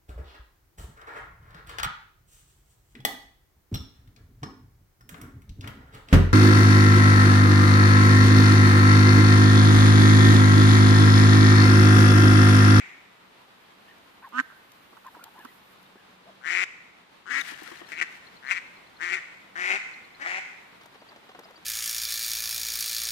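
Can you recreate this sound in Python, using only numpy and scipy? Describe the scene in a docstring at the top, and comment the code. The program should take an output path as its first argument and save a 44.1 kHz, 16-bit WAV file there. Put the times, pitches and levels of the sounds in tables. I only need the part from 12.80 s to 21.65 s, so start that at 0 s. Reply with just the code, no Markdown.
"""Ducks quack, hoarse and mellow, on a lawn in a walled yard, with two microphones a head's width apart.
Each quack is a train of syrinx pulses ringing in bill, chest and throat; diffuse decaying noise is the walls' echo.
Between quacks: pulsed clucks, arched whistles and a short high snap, feet as decaying rings with noisy slaps,
dry noise ticks, a small creature's sliding peeps, and feathers rustling as patchy noise.
Behind them: distant outdoor noise, a thin treble fizz and a low, fuzzy hum."""
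import sys
import numpy as np
from scipy import signal
from scipy.fft import rfft, irfft, next_fast_len
from scipy.io import wavfile
from scipy.ndimage import uniform_filter1d, map_coordinates

SR = 44100
rng = np.random.default_rng(int(sys.argv[2]) if len(sys.argv) > 2 else 0)


def pcm_store(signal):
    """Save signal as 16-bit PCM."""
    levels = np.round(np.clip(np.atleast_2d(signal), -1, 1) * 32767)
    wavfile.write(sys.argv[1], SR, levels.astype(np.int16).T)


N = 390285
LEAD_IN = SR // 2  # samples played before the start, so that an earlier quack still echoes


def amp(db):
    """Turn dB into gain."""
    return 10 ** (np.asarray(db) / 20)


def unit(x):
    """Scale a sound to rms 1."""
    return x / np.sqrt(np.mean(x ** 2) + 1e-20)


def along(points, hz):
    """Read (frequency, value) points along a log frequency axis."""
    f, v = np.transpose(points)
    return np.interp(np.log(hz + 1), np.log(f + 1), v)


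def filtered(x, response):
    """Multiply the spectrum of x by a complex response of frequency."""
    m = next_fast_len(x.shape[-1] + 4096)
    spectrum = rfft(x, m) * response(np.fft.rfftfreq(m, 1 / SR))
    return irfft(spectrum, m)[..., :x.shape[-1]]


def gaussian_noise(count, width_hz):
    """Low-passed noise of rms 1."""
    return unit(filtered(rng.standard_normal(count), lambda f: np.exp(-(f / width_hz) ** 2)))


def high_pass(x, corner_hz, order):
    """Cut what lies below the corner, without shifting phase."""
    return filtered(x, lambda f: (f / corner_hz) ** order / (1 + (f / corner_hz) ** order))


def silence():
    """Two empty microphone tracks, with the lead-in before and room for tails after."""
    return np.zeros((2, LEAD_IN + N + 2 * SR))


def add(track, sound, s, pan_db, lead_ms, shadow_hz=900):
    """Place a sound: it reaches the far microphone later, and duller because the head shades only short waves."""
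    half = np.array([[.5], [-.5]])  # left, right

    def head(f):
        """Level and delay at each microphone; the level difference equals pan_db at twice shadow_hz."""
        shade = amp(half * pan_db * 2 * f / (f + 2 * shadow_hz))
        delay_ms = 1 - half * lead_ms
        return shade * np.exp(-2j * np.pi * f * delay_ms / 1000)

    at = LEAD_IN + round((s - .001) * SR)  # makes up for the 1 ms in the delay
    part = track[:, at:at + len(sound) + 128]
    part += filtered(np.pad(sound, (0, 128)), head)[:, :part.shape[1]]


# each quack, and at 1.695 s a faint echo of the one before, from its place: voice, left_lead_ms,
# pitch_hz (pulse rate midway, full voice), open_bill_hz,
# then relative to the effort: chest_db, throat_db, yard_echo_db
QUACKS = [("hoarse", 0.72, 184, 2126, -8, -5, -15.5), ("mellow", -0.74, 250, 1815, -10, -18, -23.5),
          ("mellow", -0.6, 200, 1800, -27, -32, -12), ("hoarse", 0.53, 177, 2180, -25, -14, -14.5),
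          ("hoarse", 0.61, 265, 2015, -18, -16, -36), ("hoarse", 0.5, 165, 2460, -19, -29, -8),
          ("hoarse", .44, 172, 2350, -25, -33, -13), ("hoarse", 0.5, 190, 2320, -32, -30, -13),
          ("hoarse", 0.51, 180, 2220, -20.5, -14, -9), ("hoarse", 0.34, 188, 2230, -19, -8, -6.5),
          ("hoarse", 0.33, 290, 2200, -17.5, -4, -0.5), ("hoarse", 0.27, 182, 2250, -25, -4, -4.5)]
# effort through each quack, and through the faint echo at 1.695 s, one list each: time_s, level_db
EFFORT = [
    [(-.22, -52), (-.15, -26), (-.01, -26)],
    [(1.522, -46.5), (1.545, -33), (1.575, -27.5), (1.586, -23), (1.601, -22.5), (1.611, -31)],
    [(1.695, -51), (1.74, -55.5)],
    [(3.612, -55.5), (3.64, -42.5), (3.664, -31.5), (3.718, -27.5), (3.8, -27), (3.842, -25.5)],
    [(4.456, -49.5), (4.468, -42), (4.495, -39), (4.508, -31), (4.59, -28.5), (4.62, -35)],
    [(5.118, -34.5), (5.158, -46), (5.18, -36.5), (5.204, -33.5)],
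    [(5.212, -24.5), (5.224, -24), (5.245, -44)],
    [(5.625, -50), (5.7, -31.5), (5.712, -23), (5.728, -27), (5.74, -36), (5.778, -30.5), (5.795, -42)],
    [(6.19, -51.5), (6.21, -35.5), (6.23, -29.5), (6.27, -32.5), (6.315, -31), (6.34, -25.5),
     (6.365, -33.5), (6.39, -39.5)],
    [(6.755, -38.5), (6.787, -31.5), (6.903, -26.5), (6.959, -28), (6.98, -38.5)],
    [(7.397, -46), (7.42, -33.5), (7.442, -41.5)],
    [(7.442, -42.5), (7.46, -32.5), (7.52, -31.5), (7.56, -34), (7.582, -32.5), (7.597, -38)],
]
# the two voices: alternation_db (between neighbouring pulses), chest_hz, rasp_db (before effort),
# creak_db (this far under full voice), shut_bill_lower_hz, opens_over_db
VOICES = {"hoarse": (-1.7, 372, -14.5, 11.5, 506, 17), "mellow": (13, 287, -23, 19, 384, 4)}
# irregularity of each voice: share (no unit)
ROUGHNESS = {"hoarse": .17, "mellow": .04}
# clucks in the mellow voice: middle_s, level_db, open_bill_hz, chest_db
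CLUCKS = [(2.13, -43, 1600, -11), (2.172, -37.5, 1600, -25), (2.247, -40, 1630, -27),
          (2.35, -38.5, 1720, -15), (2.394, -39.5, 1600, -25), (2.653, -30.5, 1690, -8)]
CLUCK_HALF_S, CLUCK_FADE_DB = .01, 20.5  # fade over each half
CLUCK_HZ, CLUCK_LEAD_MS = 244.2, -0.75  # pulse rate midway at full voice, left lead
PAN_DB_PER_MS, LEFT_BIAS_DB = 14, 3.5  # a lead in time brings a lead in level


def ducks():
    """All quacks and one faint echo voiced like them, each from its place with its yard tail, and the clucks."""
    out = silence()

    def call(effort, kind, lead_ms, pitch_hz, open_hz, chest_db, throat_db):
        """Voice one call and place it before the microphones."""
        alternation_db, chest_hz, rasp_db, *habits = VOICES[kind]
        rows = voicing(effort, pitch_hz, open_hz, *habits)
        voice = quack(rows, ROUGHNESS[kind], alternation_db, chest_hz, chest_db, throat_db, rasp_db)
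        pan_db = PAN_DB_PER_MS * lead_ms + LEFT_BIAS_DB
        add(out, voice, effort[0][0] - .002, pan_db, lead_ms)  # each pulse starts 2 ms late
        return voice

    for effort, (*caller, echo_db) in zip(EFFORT, QUACKS):
        voice = call(effort, *caller)
        echo = amp(echo_db) * signal.fftconvolve(voice[None], yard_tail(), axes=1)
        start = LEAD_IN + round(effort[0][0] * SR)
        out[:, start:][:, :echo.shape[1]] += echo
    for s, db, open_hz, chest_db in CLUCKS:
        edge_db = db - CLUCK_FADE_DB
        effort = [(s - CLUCK_HALF_S, edge_db), (s, db), (s + CLUCK_HALF_S, edge_db)]
        call(effort, "mellow", CLUCK_LEAD_MS, CLUCK_HZ, open_hz, chest_db, throat_db=-29)
    return out[:, LEAD_IN:LEAD_IN + N]


CREAK_HZ, CREAK_SPAN_DB = 126.7, 1.5  # blown softly, the pulses slow to a creak
CLIMB = .12  # share by which the full-voice pulse rate climbs through a call
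LAG_HZ, LAG_S = 370, 0.086  # the bill starts this much lower and takes this time constant to open


def voicing(effort, pitch_hz, open_hz, creak_db, shut_hz, opens_db):
    """Pulse rate and bill resonance follow the effort, while the pulses climb and the bill opens with time."""
    s, db = np.transpose(effort)
    t = np.linspace(s[0], s[-1], num=40)
    db = np.interp(t, s, db)
    short_db = db.max() - db
    full = 1 / (1 + np.exp((short_db - creak_db) / CREAK_SPAN_DB))
    voiced_hz = pitch_hz * (1 + CLIMB * np.linspace(-.5, .5, num=40))
    rate_hz = CREAK_HZ + (voiced_hz - CREAK_HZ) * full
    lag_hz = LAG_HZ * np.exp((s[0] - t) / LAG_S)
    closing_hz = shut_hz * (1 - np.exp(-short_db / opens_db))
    return np.transpose([t, db, rate_hz, open_hz - lag_hz - closing_hz])


# resonances that move with the bill: multiple (of the bill resonance), width_hz, relative_db
BILL_MODES = [(0.676, 321, -4), (0.968, 225, 0.5), (1.152, 300, -0.5)]
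# a resonance that the bill does not move: hz, width_hz, relative_db
NOSTRIL_MODE = (2920, 800, -3.5)
# colour of the hiss in each pulse: hz, relative_db (per Hz)
RASP_COLOUR = [(1880, 5.5), (3200, -4), (4930, -7.5), (5340, -7.5), (7320, -10), (8650, -19.5),
               (13000, -31), (14000, -43)]
GROUND_MS, GROUND_DB = 2.658, -18  # the lawn returns each pulse later and softer
DOUBLING_POWER, MODE_SCATTER_DB = 3, 4  # scatter is multiplied by roughness
RING_SAMPLES = 1200  # length kept of each pulse


def quack(rows, rough, alternation_db, chest_hz, chest_db, throat_db, rasp_db):
    """Every pulse rings the bill at its present opening, thumps chest and throat and spits a burst of hiss."""
    s, *cols = np.transpose(rows)
    t = s[0] + np.arange(round((s[-1] - s[0]) * SR)) / SR
    cycles = np.cumsum(np.interp(t, s, cols[1])) / SR
    pulse_s = np.flatnonzero(np.diff(np.floor(cycles + .8))) / SR
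    db, rate, bill_hz = [np.interp(s[0] + pulse_s, s, c)[:, None] for c in cols]
    count = len(pulse_s)
    luck = rng.standard_normal((count, 6))
    ring = np.arange(RING_SAMPLES) / SR

    effort = amp(db - db.max())
    rough = rough * (0.47 + 0.71 * effort ** .5)  # soft pulses are the cleanest
    odd = np.arange(count)[::-1, None] % 2
    # hard blowing makes strong and weak pulses alternate
    alternate_db = alternation_db * effort ** DOUBLING_POWER * (odd - .5)
    size = amp(db + 2.9 * rough * luck[:, :1] + alternate_db) / np.sqrt(rate)

    # uneven closing of the membranes shifts each pulse
    late = np.clip(ring - .002 - 0.214 * rough * luck[:, 1:2] / rate, 0, None)
    swell = (1 - np.exp(-late / 0.00066)) ** 2  # a soft start keeps the sound inside the resonances
    modes = [(m * bill_hz, w, g) for m, w, g in BILL_MODES] + [NOSTRIL_MODE]
    bill = 0
    for k, (hz, width_hz, mode_db) in enumerate(modes):
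        gain = amp(mode_db + MODE_SCATTER_DB * rough * luck[:, 2 + k:3 + k] + 36)
        bill = bill + (-1) ** k * gain * np.exp(-np.pi * width_hz * late) * np.sin(2 * np.pi * hz * late)
    turbulence = gaussian_noise((count, RING_SAMPLES), 700)
    # turbulence breaks up the ring after the front
    bill *= swell * (1 + 5.7 * rough * turbulence * np.clip(late / 0.0045, 0, 1))

    even = np.clip(ring - .002 - 0.14 * rough * luck[:, 1:2] / rate, 0, None)  # the body is less uneven
    body = 0
    for hz, width_hz, mode_db in [(chest_hz, 170, chest_db), (2.05 * chest_hz, 320, throat_db)]:
        gain = amp(db + mode_db + 41 + 14.7 * rough * luck[:, 2:3]) / np.sqrt(rate)
        thump = np.exp(-np.pi * width_hz * even) * (1 - np.exp(-even / 0.0027))
        body = body + gain * thump * np.sin(2 * np.pi * hz * even)

    noise = rng.standard_normal((count, RING_SAMPLES))
    hiss = unit(filtered(noise, lambda f: amp(along(RASP_COLOUR, f))))
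    spit = amp(rasp_db + 36) * effort ** 0.32 * hiss * swell * np.exp(-late / 0.004)

    # lay the overlapping pulses on one time line
    where = (np.round(pulse_s * SR).astype(int)[:, None] + np.arange(RING_SAMPLES)).ravel()
    beak = high_pass(np.bincount(where, (size * (bill + spit)).ravel()), 800, 4)
    voice = beak + high_pass(np.bincount(where, body.ravel()), 190, 6)
    return filtered(voice, lambda f: 1 + amp(GROUND_DB) * np.exp(-2j * np.pi * f * GROUND_MS / 1000))


# how long the walled yard rings: hz, t60_s
YARD_DECAY = [(300, 2), (1200, 1.03), (2200, 0.96), (4000, 0.76), (8000, 0.93), (14000, 0.054)]
YARD_LOW_HZ = 1150  # lower sounds find little to bounce off
RING_HZ, RING_WIDTH_HZ, RING_DB = 3150, 100, 1.67  # a band that the yard lifts


def yard_tail():
    """A fresh pair of diffuse echoes; each frequency dies at its own speed."""
    hz, t, z = signal.stft(rng.standard_normal((2, SR)), SR, nperseg=256)
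    swell = 1 - np.exp(-t / 0.0026)
    lift = amp(RING_DB * np.exp(-((hz - RING_HZ) / RING_WIDTH_HZ) ** 2))
    colour = lift * hz ** 2 / (hz ** 2 + YARD_LOW_HZ ** 2)
    decay = amp(-60 * t / along(YARD_DECAY, hz)[:, None])
    tail = signal.istft(z * swell * decay * colour[:, None], SR, nperseg=256)[1]
    return tail / np.linalg.norm(tail[0])


# where the small sounds come from: time_s, left_louder_db (at twice the shadow frequency)
FLOCK_PLACE = [(3.2, 1), (4.5, 13), (6.2, 7), (7.2, 4.5), (8.2, 2.5)]


def nearby(track, sound, s):
    """Place a sound where the flock is at that moment; the louder microphone also hears it first."""
    pan_db = np.interp(s, *np.transpose(FLOCK_PLACE))
    add(track, sound, s, pan_db, 0.068 * pan_db)


# soft whistles whose pitch arches, and at 4.614 s a short high snap: middle_s, length_s, top_hz, level_db
WHISTLES_AND_SNAP = [(1.103, 0.08, 1850, -55), (1.438, .03, 1560, -48.5), (1.451, 0.07, 1086, -44),
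                     (2.272, 0.052, 1055, -42.5), (2.366, 0.068, 980, -52), (2.426, 0.05, 1456, -47.5),
                     (2.472, 0.048, 933, -47), (2.585, 0.075, 1026, -48.5), (2.612, 0.068, 1730, -52.5),
                     (2.69, 0.096, 1990, -58), (3.195, 0.067, 1750, -62), (3.486, 0.071, 707, -51.5),
                     (4.614, 0.0071, 3730, -35.5), (4.742, 0.014, 1810, -38), (4.87, .02, 1427, -45),
                     (5.013, .025, 1885, -49.5), (5.044, .025, 1830, -49)]
ARCH_HZ_PER_S = 5390  # longer whistles start and end further below their top
OVERTONE_MULTIPLE, OVERTONE_DB = 1.65, -9  # a breathy band above each pitch


def whistles_and_snap(out):
    """A roughened sine on an arched pitch with a breathy band above it; the snap is the same, but very short."""
    for s, length, top_hz, db in WHISTLES_AND_SNAP:
        u = np.linspace(-1, 1, round(length * SR))
        phase = 2 * np.pi * np.cumsum(top_hz - ARCH_HZ_PER_S * length * u ** 2) / SR
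        hoarse = 1 + .5 * gaussian_noise(len(u), 200)
        breath = gaussian_noise(len(u), 260)
        breathy = amp(OVERTONE_DB) * breath * np.sin(OVERTONE_MULTIPLE * phase)
        nearby(out, amp(db) * (1 - u ** 2) * (hoarse * np.sin(phase) + breathy), s - length / 2)


# feet on the ground: start_s, level_db, ring_hz
PATS = [(2.124, -43, 268), (2.364, -41.5, 306), (2.425, -46, 298), (2.59, -45, 340), (3.156, -44, 362),
        (4.719, -36.5, 295), (4.819, -35.5, 314), (4.884, -40.5, 520), (4.916, -33, 331),
        (5.014, -34.5, 344), (8.035, -53, 810), (8.06, -51, 606), (8.154, -47, 804), (8.308, -51, 790),
        (8.219, -43.5, 450), (8.36, -46, 690), (8.44, -54, 633), (8.491, -41, 766), (8.548, -40.5, 714),
        (8.589, -36, 460), (8.654, -44.5, 665), (8.707, -45, 497), (8.785, -49, 347)]
PATTER_FROM_S, PATTER_TO_S, PATTER_DB = 8.0, 8.85, -51.5  # span and mean level of lighter footfalls


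def footfalls(out):
    """Each foot gives a short damped thud and a noisy slap; thirty lighter ones fall at random."""
    t = np.arange(2000) / SR
    light = [(PATTER_FROM_S + (PATTER_TO_S - PATTER_FROM_S) * a, PATTER_DB + 8 * (b - .5), 400 + 900 * c)
             for a, b, c in rng.random((30, 3))]
    for s, db, hz in PATS + light:
        noise = filtered(rng.standard_normal(len(t)), lambda f: 3 / (1 + (f / (3.34 * hz)) ** 3))
        slap = 1.1 * noise * np.exp(-t / 0.0083)
        thud = np.sin(2 * np.pi * hz * t) * np.exp(-t / 0.0075)
        pat = (1 - np.exp(-t / 0.0013)) * (thud + slap)
        nearby(out, amp(db) * high_pass(pat, 220, 4), s)


# dry ticks in the treble: time_s, level_db
TICKS = [(1.183, -46), (1.49, -42), (1.919, -38), (2.267, -39), (2.4403, -27.5), (2.592, -40), (2.65, -35),
         (3.029, -45), (4.612, -35), (4.8343, -38), (8.035, -44), (8.06, -40), (8.36, -55), (8.49, -52),
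         (8.5934, -35), (8.7093, -46)]


def ticks(out):
    """Bright noise that rises and dies within milliseconds."""
    t = np.arange(2000) / SR
    for s, db in TICKS:
        crackle = filtered(rng.standard_normal(len(t)), lambda f: f / (f + 1500) / (1 + (f / 16000) ** 2))
        nearby(out, amp(db) * crackle * t / 0.0012 * np.exp(-t / 0.0014), s - .001)


# a small creature, alone or in steady runs: first_s, count (rounded), apart_s,
# level_db (varied where count exceeds 1), pitch_hz (varied at each peep)
PEEPS = [(3.055, 1.2, 0, -52, 3680), (4.866, 14, .0998, -57, 4090), (7.03, 4, .1057, -54, 4070),
         (8.2, 1.2, 0, -61, 4670), (8.287, 1, 0, -48.5, 4600), (8.641, 0.79, 0, -48.5, 4900),
         (8.759, 0.91, 0, -49, 4400)]


def peeps(out):
    """Short roughened tones whose pitch slides up a little."""
    u = np.arange(round(0.022 * SR)) / SR
    for first, many, apart, db, hz in PEEPS:
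        for k in range(round(many)):
            peep_db = db + rng.normal(0, 2.4) * (many > 1)
            peep_hz = hz * rng.normal(1, 0.019)
            hoarse = 1 + .6 * gaussian_noise(len(u), 250)
            tone = hoarse * np.sin(2 * np.pi * peep_hz * u * (1 + 1.0 * u))
            nearby(out, amp(peep_db) * np.hanning(len(u)) * tone, first + k * apart - .004)


def small_sounds():
    """Whistles and the snap, footfalls, ticks and peeps on one pair of tracks."""
    out = silence()
    for source in (whistles_and_snap, footfalls, ticks, peeps):
        source(out)
    return out[:, LEAD_IN:LEAD_IN + N]


def wobble(rate):
    """A smooth random curve, rate knots a second."""
    knots = rng.standard_normal(int(N * rate / SR) + 4)
    return map_coordinates(knots, [np.arange(N) * rate / SR])


# how alike the noise is at the two microphones: hz, likeness (1 = same)
LIKENESS = [(60, 1), (130, 0.79), (290, 0.39), (640, 0), (1400, 0.017)]


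def rush(spectrum, patchy_db):
    """Stereo noise of rms 1 with patches of random gain; the two sides are most alike in the bass."""
    z = signal.stft(rng.standard_normal((2, N)), nperseg=512)[2]
    field = uniform_filter1d(rng.standard_normal(z.shape[1:]), 6, 0)  # smooth over frequency
    field = uniform_filter1d(field, 12, 1)  # and over time
    pair = signal.istft(z * amp(patchy_db * unit(field)), nperseg=512)[1][:, :N]

    def mid_side(hz):
        """Share the power so that left and right reach the wanted likeness."""
        turn = np.arccos(np.clip(along(LIKENESS, hz), -1, 1)) / 2
        return amp(along(spectrum, hz)) * [np.cos(turn), np.sin(turn)]

    mid, side = filtered(pair, mid_side)
    return unit(np.array([mid + side, mid - side]))


# colour of the feathers: hz, relative_db (per Hz)
RUSTLE_COLOUR = [(410, -48), (700, -11), (828, -18.5), (1830, -0.5), (2430, -7.5), (12400, -27.5),
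                 (15500, -32)]
SHAKE_S, SHAKE_DB, SETTLE_DB_PER_S = 4.58, -41, 21.5  # start, level midway between sides, settling


def feathers():
    """Feathers shaken on the left, then settling: flickering patchy noise."""
    t = np.arange(N) / SR
    shake_db = np.where(t > SHAKE_S, SHAKE_DB - SETTLE_DB_PER_S * (t - SHAKE_S), -120)
    flicker = amp(3.5 * wobble(20) + 2.3 * wobble(400))
    rustle = unit(flicker * rush(RUSTLE_COLOUR, patchy_db=-0.4))
    return amp(shake_db + [[4], [-4]]) * rustle


# background level through the scene, before its wavering: time_s, outdoors_db, fizz_db (midway between sides)
AIR_LEVELS = [(0.0, -55, -79.5), (2.71, -55, -65), (4.51, -56.5, -107), (4.66, -52, -85), (5.52, -53, -82),
              (8.85, -54.5, -77)]
# colour of the distant noise: hz, relative_db (per Hz)
OUTDOORS_COLOUR = [(20, -25), (60, -18.5), (140, -11), (185, -8.5), (230, -7.5), (350, -8.5), (600, -9.5),
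                   (1000, -7), (3850, -15.5), (5850, -26.5), (15500, -36.5)]
# colour of the thin fizz: hz, relative_db (per Hz)
FIZZ_COLOUR = [(5000, -18), (9000, -4), (12500, 2.5), (15500, -2.5)]


def air():
    """Distant noise wavers slightly; a thin fizz, louder on the right, comes and goes in the treble."""
    t = np.arange(N) / SR
    s, far_db, fizz_db = np.transpose(AIR_LEVELS)
    far_gain = amp(np.interp(t, s, far_db) + 0.76 * wobble(24))
    fizz_gain = amp(np.interp(t, s, fizz_db) + 1.5 * wobble(29.44) + [[-2.5], [2.5]])
    far = far_gain * rush(OUTDOORS_COLOUR, patchy_db=.5)
    return far + fizz_gain * rush(FIZZ_COLOUR, patchy_db=1)


# level of the low, fuzzy hum: time_s, level_db
HUM_LEVELS = [(0, -76), (2.6, -75), (3.1, -66.5), (4.0, -72.5), (8.85, -72.5)]
HUM_HZ = 188.6


def hum():
    """Noise in a narrow band, the same at both microphones: a tone that wavers."""
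    noise = rng.standard_normal(N)
    band = unit(filtered(noise, lambda f: np.exp(-((f - HUM_HZ) / 14) ** 2)))
    return amp(np.interp(np.arange(N) / SR, *np.transpose(HUM_LEVELS))) * band


def scene():
    """Everything that reaches the two microphones."""
    return ducks() + small_sounds() + feathers() + air() + hum()


TOP_HZ = 15500  # band limit


def record(dry):
    """Nothing is kept above the band limit."""
    return filtered(dry, lambda hz: hz < TOP_HZ)


dry = scene()
out = record(dry)
pcm_store(out)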